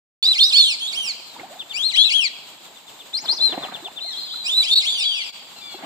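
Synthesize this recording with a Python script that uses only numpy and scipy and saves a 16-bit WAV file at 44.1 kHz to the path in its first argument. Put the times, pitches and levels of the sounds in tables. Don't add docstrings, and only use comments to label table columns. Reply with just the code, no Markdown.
import sys
import numpy as np
from scipy import signal
from scipy.fft import rfft, irfft
from scipy.io import wavfile
from scipy.ndimage import uniform_filter1d, minimum_filter1d

SR = 44100
rng = np.random.default_rng(int(sys.argv[2]) if len(sys.argv) > 2 else 0)


def wav_out(sig):
    wavfile.write(sys.argv[1], SR, np.round(np.clip(np.atleast_2d(sig).T, -1, 1) * 32767).astype(np.int16))


N = 257984
TIME = np.arange(N) / SR

# call, end_s, end_hz, left_minus_right_db, overtone_db
CALLS = [("a", .755, 2050, -1.02, -1.6), ("b", .725, 2200, -4, -0.89), ("c", .765, 2140, 5.4, 6.3),
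         ("d", 1.125, 1950, -3.5, 2.2), ("e", 2.285, 1850, 10.5, -1.65), ("f", 2.145, 3000, 4.5, -19),
         ("g", 3.505, 3500, 6, -5.5), ("h", 4.47, 3700, 5.7, -8), ("i", 5.06, 2100, -1.7, 0.68),
         ("j", 4.995, 1980, 10.3, -4.5), ("k", 5.24, 1950, 6.1, -7.5), ("l", 5.26, 4500, 6.2, -8),
         ("m", 4.815, 2900, 10, -9), ("n", .34, 4300, -2, -10), ("o", 5.285, 1950, 7.6, -9)]
# share_of_note, height (0 trough, 1 shoulder, 2 crest), accent_db
LEAD = [(0, 0.0072, -4), (.13, .23, 3), (.3, .92, -2.5), (.42, 1.08, 0), (.55, 1.87, 0.5), (0.649, 2, 3),
        (.78, 1.7, -1.5), (.88, .4, -4.5)]
SWOOP = [(0, 0.016, -4.5), (.23, 0.93, 1), (.35, 0.95, 3.5), (.52, 1.08, 1.5), (0.69, 2, 0), (.85, .95, -6)]
FALL = [(0, 0, -1), (.11, 1, -2), (.24, 2, 0.5), (.42, 1.78, -1), (.62, 1, -0.79), (.8, .5, 1)]
HOLD = [(0, 0, -13.5), (.17, 0.97, -1.5), (.4, 1.94, -0.5), (.72, 1, -.5), (.88, .45, -7)]
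CLIMB = [(0, 0, -17), (.12, .85, -1.5), (.27, 1.07, 0), (.35, 1.29, -.5), (.44, 1.42, -1), (.53, 1.72, -4),
         (.68, 2, -5), (.81, 1.4, -12)]
ARCH = [(0, 0, -0.16), (.2, 1, 2.84), (.5, 2, -2), (.78, .7, -1.4)]
TAIL = [(0, 0, 0.048), (.3, 2, 1), (.62, 1, 0)]
# call, contour, start_s, trough_hz, shoulder_hz, crest_hz, effort_db, swell_db
NOTES = [("a", LEAD, .168, 2200, 3600, 4020, -16.5, 0.89), ("a", SWOOP, .368, 2025, 3720, 3930, -18.5, -12),
         ("a", FALL, .53, 2420, 3150, 3630, -16.5, -6), ("b", CLIMB, .395, 3400, 4300, 6050, -12.5, -1.8),
         ("b", HOLD, .517, 2950, 4280, 4440, -13.5, 0), ("b", TAIL, .648, 3880, 3200, 3720, -24.5, -1.73),
         ("c", LEAD, .545, 2200, 3400, 4300, -26.5, -10.5),
         ("d", SWOOP, .784, 2150, 3350, 3880, -28.5, 2.7), ("d", FALL, .935, 2180, 2750, 3190, -23, 0),
         ("e", LEAD, 1.733, 2210, 3300, 4250, -22, -2.5), ("e", SWOOP, 1.945, 1900, 3410, 4060, -15.5, -9),
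         ("e", FALL, 2.113, 2150, 2760, 3340, -13.5, 0), ("f", LEAD, 1.933, 2900, 3600, 4150, -22, 2.3),
         ("f", TAIL, 2.053, 2720, 2850, 2580, -20, 0), ("g", CLIMB, 3.125, 2900, 4100, 7100, -23.5, 0),
         ("g", CLIMB, 3.277, 3100, 4080, 6350, -17, 0), ("g", HOLD, 3.396, 3380, 4060, 4140, -17, 0),
         ("h", ARCH, 3.997, 3400, 4050, 4250, -35, -2), ("h", ARCH, 4.148, 3250, 4080, 4250, -37, -8),
         ("h", ARCH, 4.3, 3150, 4000, 4080, -35.5, 0), ("i", LEAD, 4.44, 2300, 3600, 4010, -20, 6),
         ("i", SWOOP, 4.67, 1950, 3720, 3960, -18.5, 10.8), ("i", FALL, 4.83, 2400, 3000, 3640, -23, 3),
         ("j", LEAD, 4.612, 2150, 3400, 4250, -25, -8), ("j", SWOOP, 4.84, 2075, 3450, 3750, -30, -31.5),
         ("k", FALL, 5.0, 2160, 2820, 3400, -21.5, -0.93), ("l", HOLD, 4.885, 4200, 4640, 4720, -33, 1),
         ("l", HOLD, 5.01, 4350, 4620, 4680, -34.5, -14), ("m", HOLD, 4.708, 3900, 4410, 4440, -18, 0),
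         ("n", CLIMB, .215, 3900, 4500, 6650, -25, -7), ("o", ARCH, 4.975, 3500, 3620, 3980, -30, -8),
         ("o", TAIL, 5.13, 3250, 3050, 3450, -29.5, -1)]
HARMONICS_DB = [0, -6.5, -9, -17]
# frequency_hz, gain_db
TONE_COLOUR = [(1900, -19.5), (2250, -12), (2560, -9), (3400, 0), (4250, 2.5), (4950, -0.5), (5650, -7),
               (6200, -16), (7000, -5.5), (8500, -6), (9300, -13.5), (10300, -14.5), (12000, -18),
               (13000, -24), (14400, -14)]
# time_s, level_db
PEEPS = [(1.61, -30.5), (1.716, -31), (2.672, -48), (2.778, -46), (2.888, -45), (3.01, -40), (3.523, -27.5),
         (3.641, -29), (3.754, -31), (3.863, -31), (3.983, -31)]
# offset_s, pitch_hz, offset_db
PEEP_CONTOUR = [(-.022, 3703, -13.5), (-.004, 3534, 3), (.012, 2800, -8), (.019, 2530, -10.5)]
# start_s, length_s, start_hz, end_hz, level_db, overtone_db
FAR_CRIES = [(1.112, 0.094, 4920, 4570, -45, -8), (1.24, 0.13, 4330, 3503, -47.5, -20),
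             (4.058, 0.086, 2185, 1585, -50, 1), (4.196, 0.15, 4900, 4760, -42, -3),
             (5.56, .06, 1397, 1290, -61.5, 5.5), (5.612, .15, 1188, 1091, -59.5, 9),
             (5.692, .1, 1444, 1293, -62, 6)]
# peak_s, level_db
STROKES = [(1.41, -41.5), (3.25, -40.5), (3.5, -36), (3.63, -34.5), (5.84, -37.5)]
# frequency_hz, relative_density_db
SLOSH_SPECTRUM = [(35, -40), (70, -19.5), (150, -7.5), (300, -2), (480, -9), (750, 3.5), (1100, -5),
                  (2300, -7), (12000, -47)]
# start_s, pitch_hz,
# level_db, t60_s
PLOPS = [(1.364, 900, -32, 0.028), (1.396, 2130, -30, 0.023), (1.431, 666, -31, 0.088),
         (1.505, 541, -36.5, 0.17), (1.555, 652, -38, .1), (3.189, 2149, -28.5, 0.019),
         (3.232, 784, -36, .11), (3.322, 850, -35, 0.093), (3.52, 286, -33.5, 0.16),
         (3.577, 273, -20.5, 0.025), (3.577, 715, -18, 0.014), (3.649, 697, -25, 0.026),
         (3.684, 1160, -29.5, 0.034), (3.82, 290, -38, 0.14), (3.858, 635, -35, 0.13),
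         (3.883, 890, -28, 0.013), (4.045, 632, -35.5, 0.069), (4.342, 1335, -32.5, 0.023),
         (5.742, 765.4, -28.5, 0.024), (5.746, 334, -33.5, 0.059), (5.831, 250, -35, 0.085)]
# frequency_hz, relative_density_db
HISS_SPECTRUM = [(80, -24), (200, -11), (480, -13.5), (950, -7.5), (1800, -15.5), (3800, -5.5),
                 (6000, -20.5), (7400, -8), (10000, -28), (13000, -26), (14100, -11), (14750, -38)]
# frequency_hz, coherence
COHERENCE = [(600, 0.58), (2500, 0.067)]
# middle_s, half_length_s, depth_db
DIPS = [(4.75, .005, -16), (5.318, .014, -14)]

ONSET_S, RELEASE_S, EDGE_DB = 0.013, 0.026, -9.5
JITTER, SHIMMER_DB = .0045, 1.9
UNDERTONE_DB, HAZE_DB = -38, -24
RESONANCE_HZ, RESONANCE_SPACING_HZ, CLING = 4218, 691.5, 0.48
BREAK_HZ, THIN_DB = 5040, -4.5
LEFT_LAG_MS, RIPPLE_DB = 0.19, -8
BANK_DB, BANK_DB_PER_DB = -28.5, 0.7715
FAR_SAG, FAR_FADE_DB = .35, -3.5
STROKE_RISE_S, STROKE_DECAY_S, LAPPING_DB = 0.057, 0.17, -54
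BUBBLES_PER_S, BUBBLE_DB, BUBBLE_CYCLES = 90, 3.5, 20.5
HISS_DB, START_S, CUTOFF_HZ = -45.5, .2275, 15000


def ducks():
    peeps = sum(whistle(np.add(PEEP_CONTOUR, [s, 0, db]), overtone_db=-17.0) for s, db in PEEPS)
    far = sum(far_cry(*row) for row in FAR_CRIES) + flock(count=6)
    direct = place(peeps + far, pan_db=6.0, lag_ms=0.073)
    near = peeps
    to_banks = from_db(-15.0) * peeps + from_db(-6.5) * far
    for call, end_s, end_hz, pan_db, overtone_db in CALLS:
        notes = [note[1:] for note in NOTES if note[0] == call]
        voice = whistle(slur(notes, end_s, end_hz), overtone_db)
        effort_db = np.mean([db for *_, db, swell_db in notes])
        direct = direct + place(voice, pan_db, LEFT_LAG_MS)
        near = near + voice
        to_banks = to_banks + from_db(BANK_DB - BANK_DB_PER_DB * effort_db) * voice
    ripples = reflections(near, t60_s=0.069, delay_s=0.001014, lowpass_hz=12800, count=80)
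    banks = reflections(to_banks, t60_s=1.05, delay_s=.02, lowpass_hz=7660, count=350)
    return direct + from_db(RIPPLE_DB) * ripples + banks + haze(near)


def whistle(contour, overtone_db, fade_s=0.00093):
    knot_s, knot_hz, knot_db = np.transpose(contour)
    span = (TIME >= knot_s[0]) & (TIME < knot_s[-1])
    t, out = TIME[span], np.zeros(N)
    hz = glide(knot_s, knot_hz, t) * (1 + JITTER * drift(700, size=len(t)))
    phase = 2 * np.pi * np.cumsum(hz) / SR
    level_db = np.interp(t, knot_s, knot_db)
    effort_db = level_db - at_hz(TONE_COLOUR, hz)
    thinning_db = .7 * np.maximum(level_db + 24, 0)
    fade = np.clip(np.minimum(t - knot_s[0], knot_s[-1] - t) / fade_s, 0, 1)
    for k, harmonic_db in enumerate(HARMONICS_DB, 1):
        source_db = harmonic_db + (overtone_db - thinning_db * (2 / k) ** 2) * (k > 1)
        flutter = drift(249.9, size=len(t))
        shimmer_db = SHIMMER_DB * np.sqrt(k) * flutter
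        gain = from_db(effort_db + source_db + shimmer_db + at_hz(TONE_COLOUR, k * hz))
        out[span] += np.sqrt(2) * gain * (k * hz < CUTOFF_HZ) * fade * np.sin(k * phase)
    rasp = from_db(level_db + UNDERTONE_DB) * np.tanh(thinning_db) * (1 + flutter)
    out[span] += rasp * np.sin(phase / 2)
    return out


def slur(notes, end_s, end_hz):
    next_troughs = [note[1:3] for note in notes[1:]] + [(end_s, end_hz)]
    t = np.arange(notes[0][1], end_s, .001)
    points, climbing = [], np.zeros(len(t))
    for note, (next_s, next_hz) in zip(notes, next_troughs):
        contour, start_s, trough_hz, shoulder_hz, crest_hz, effort_db, swell_db = note
        for share, height, accent_db in contour:
            floor_hz = trough_hz + share * (next_hz - trough_hz)
            hz = np.interp(height, range(3), [floor_hz, shoulder_hz, crest_hz])
            db = effort_db + accent_db + swell_db * (share - .5)
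            points.append((start_s + share * (next_s - start_s), hz, db))
        climbing[(t >= start_s) & (t < next_s)] = contour is CLIMB
    points.append((end_s, end_hz, points[-1][2]))
    knot_s, knot_hz, knot_db = np.transpose(sorted(points))
    hz = glide(knot_s, knot_hz, t)
    for _ in range(2):
        mode_angle = 2 * np.pi * (hz - RESONANCE_HZ) / RESONANCE_SPACING_HZ
        pull_hz = np.sin(mode_angle) * RESONANCE_SPACING_HZ / (2 * np.pi)
        hz = hz - CLING * uniform_filter1d(climbing, size=9) * pull_hz
    thin_db = THIN_DB * uniform_filter1d(climbing * (hz > BREAK_HZ), size=5)
    edge = np.maximum(1 - np.minimum((t - t[0]) / ONSET_S, (end_s - t) / RELEASE_S), 0)
    level_db = np.interp(t, knot_s, knot_db) + at_hz(TONE_COLOUR, hz) + thin_db + EDGE_DB * edge
    return np.transpose([t, hz, level_db])


def haze(voice):
    envelope = np.sqrt(np.abs(uniform_filter1d(voice ** 2, size=900)))
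    band = signal.butter(2, [2200, 7000], "band", fs=SR, output="sos")
    noise = signal.sosfilt(band, signal.sosfilt(band, shaped_noise(TONE_COLOUR)))
    return from_db(HAZE_DB) * envelope * noise


def far_cry(start_s, length_s, start_hz, end_hz, level_db, overtone_db):
    contour = [(start_s, start_hz, level_db),
               (start_s + length_s / 2, start_hz + FAR_SAG * (end_hz - start_hz), level_db),
               (start_s + length_s, end_hz, level_db + FAR_FADE_DB)]
    return whistle(contour, overtone_db, fade_s=0.0036)


def flock(count):
    starts_s = np.linspace(4.85, 5.17, count)
    pitches_hz = rng.uniform(2890, 4600, count)
    return sum(far_cry(s, length_s=.15, start_hz=hz, end_hz=.7 * hz, level_db=-40.5, overtone_db=0)
               for s, hz in zip(starts_s, pitches_hz))


def reflections(x, t60_s, delay_s, lowpass_hz, count):
    when = rng.random((2, count))
    sizes = rng.standard_normal((2, count)) * from_db(-60 * when)
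    response = np.zeros((2, int((t60_s + delay_s) * SR) + 1))
    for ear in range(2):
        arrivals = ((delay_s + t60_s * when[ear]) * SR).astype(int)
        np.add.at(response[ear], arrivals, sizes[ear] / np.linalg.norm(sizes[ear]))
    echoes = signal.fftconvolve(x[None], response, axes=1)[:, :N]
    return signal.sosfilt(signal.butter(2, lowpass_hz, fs=SR, output="sos"), echoes + 1e-18)


def water():
    strokes = [from_db(db) * np.exp(-np.maximum((s - TIME) / STROKE_RISE_S, (TIME - s) / STROKE_DECAY_S))
               for s, db in STROKES]
    stirring = np.sqrt(from_db(LAPPING_DB) ** 2 + sum(stroke ** 2 for stroke in strokes))
    slosh = stirring * sloshing(flicker_db=3.0, rate_hz=110)
    return slosh + place(plops(PLOPS) + bubbles(stirring), pan_db=-1.5, lag_ms=0.12)


def plops(rows, octaves_per_s=15.0, swell_share=0.051):
    out = np.zeros(N)
    for start_s, pitch_hz, level_db, t60_s in rows:
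        span = slice(int(start_s * SR), int((start_s + t60_s) * SR))
        age_s = np.arange(len(out[span])) / SR
        phase = 2 * np.pi * np.cumsum(pitch_hz * 2 ** (octaves_per_s * age_s)) / SR
        swell = 1 - np.exp(-age_s / (swell_share * t60_s))
        out[span] += 2 * from_db(level_db - 60 * age_s / t60_s) * swell * np.sin(phase)
    return signal.sosfilt(signal.butter(2, 160, "high", fs=SR, output="sos"), out + 1e-18)


def bubbles(stirring, low_hz=300, high_hz=2600):
    when, smallness, strength = rng.random((int(BUBBLES_PER_S * N / SR), 3)).T
    hz = low_hz * (high_hz / low_hz) ** smallness
    stirring_db = 20 * np.log10(stirring[(when * N).astype(int)])
    level_db = stirring_db + BUBBLE_DB + 10 * np.log10(strength ** 2 + 1e-6)
    return plops(zip(when * N / SR, hz, level_db, BUBBLE_CYCLES / hz))


def sloshing(flicker_db, rate_hz):
    edges_hz = 30 * 2 ** np.arange(0, 9.4, .485)
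    out, common_flicker = 0, drift(rate_hz)
    white = rng.standard_normal((2, 2, N))
    for k, (low_hz, high_hz) in enumerate(zip(edges_hz, edges_hz[1:])):
        band = signal.butter(2, [low_hz, high_hz], "band", fs=SR, output="sos")
        mid, side = signal.sosfilt(band, white[k % 2])
        hz = np.sqrt(low_hz * high_hz)
        gain = from_db(at_hz(SLOSH_SPECTRUM, hz) + flicker_db * (common_flicker + drift(rate_hz)))
        out = out + gain * two_ears(mid, side, hz)
    return unit_rms(out)


def noise_floor():
    return from_db(HISS_DB + 2.45 * drift(29)) * shaped_noise(HISS_SPECTRUM)


def shaped_noise(spectrum):
    hz = np.linspace(1, SR / 2, N // 2 + 1)
    mid, side = rfft(rng.standard_normal((2, N)))
    return unit_rms(irfft(two_ears(mid, side, hz) * from_db(at_hz(spectrum, hz)), N))


def two_ears(mid, side, hz):
    coherence = at_hz(COHERENCE, hz)
    return np.sqrt(1 + coherence) * mid + np.sqrt(1 - coherence) * side * [[1], [-1]]


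def place(x, pan_db, lag_ms):
    left = np.interp(TIME - lag_ms / 1000, TIME, x)
    return np.array([left, x]) * unit_rms(from_db([[pan_db / 2], [-pan_db / 2]]))


def glide(knot_s, knot_hz, t):
    span_s = np.maximum(np.diff(knot_s), 1e-4)
    slope = np.diff(knot_hz) / span_s
    before, after = slope[:-1], slope[1:]
    inner = 2 * np.maximum(before * after, 0) / (before + after + 1e-9)
    tangent = np.r_[slope[0], inner, slope[-1]]
    k = np.clip(np.searchsorted(knot_s, t) - 1, 0, len(span_s) - 1)
    share = np.clip((t - knot_s[k]) / span_s[k], 0, 1)
    bend = (1 - share) * (tangent[k] - slope[k]) - share * (tangent[k + 1] - slope[k])
    return knot_hz[k] + span_s[k] * share * (slope[k] + (1 - share) * bend)


def drift(rate_hz, size=N):
    knots = rng.standard_normal(int(N / SR * rate_hz) + 2)
    return np.interp(np.arange(size) / SR * rate_hz, np.arange(len(knots)), knots)


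def at_hz(points, hz):
    knot_hz, values = np.transpose(points)
    return np.interp(np.log(hz), np.log(knot_hz), values)


def from_db(db):
    return 10 ** (np.asarray(db) / 20)


def unit_rms(x):
    return x / np.sqrt(np.mean(x ** 2) + 1e-20)


def scene():
    return ducks() + water() + noise_floor()


def record(dry):
    dip_db = sum(depth_db * np.exp(-((TIME - middle_s) / half_length_s) ** 2)
                 for middle_s, half_length_s, depth_db in DIPS)
    gated = dry * from_db(dip_db) * (TIME >= START_S)
    limiter_gain = 1 / np.maximum(np.abs(gated).max(axis=0), 1)
    limited = gated * uniform_filter1d(minimum_filter1d(limiter_gain, size=200), size=200)
    return signal.sosfilt(signal.ellip(10, .1, 80, CUTOFF_HZ, fs=SR, output="sos"), limited)


dry = scene()
out = record(dry)
wav_out(out)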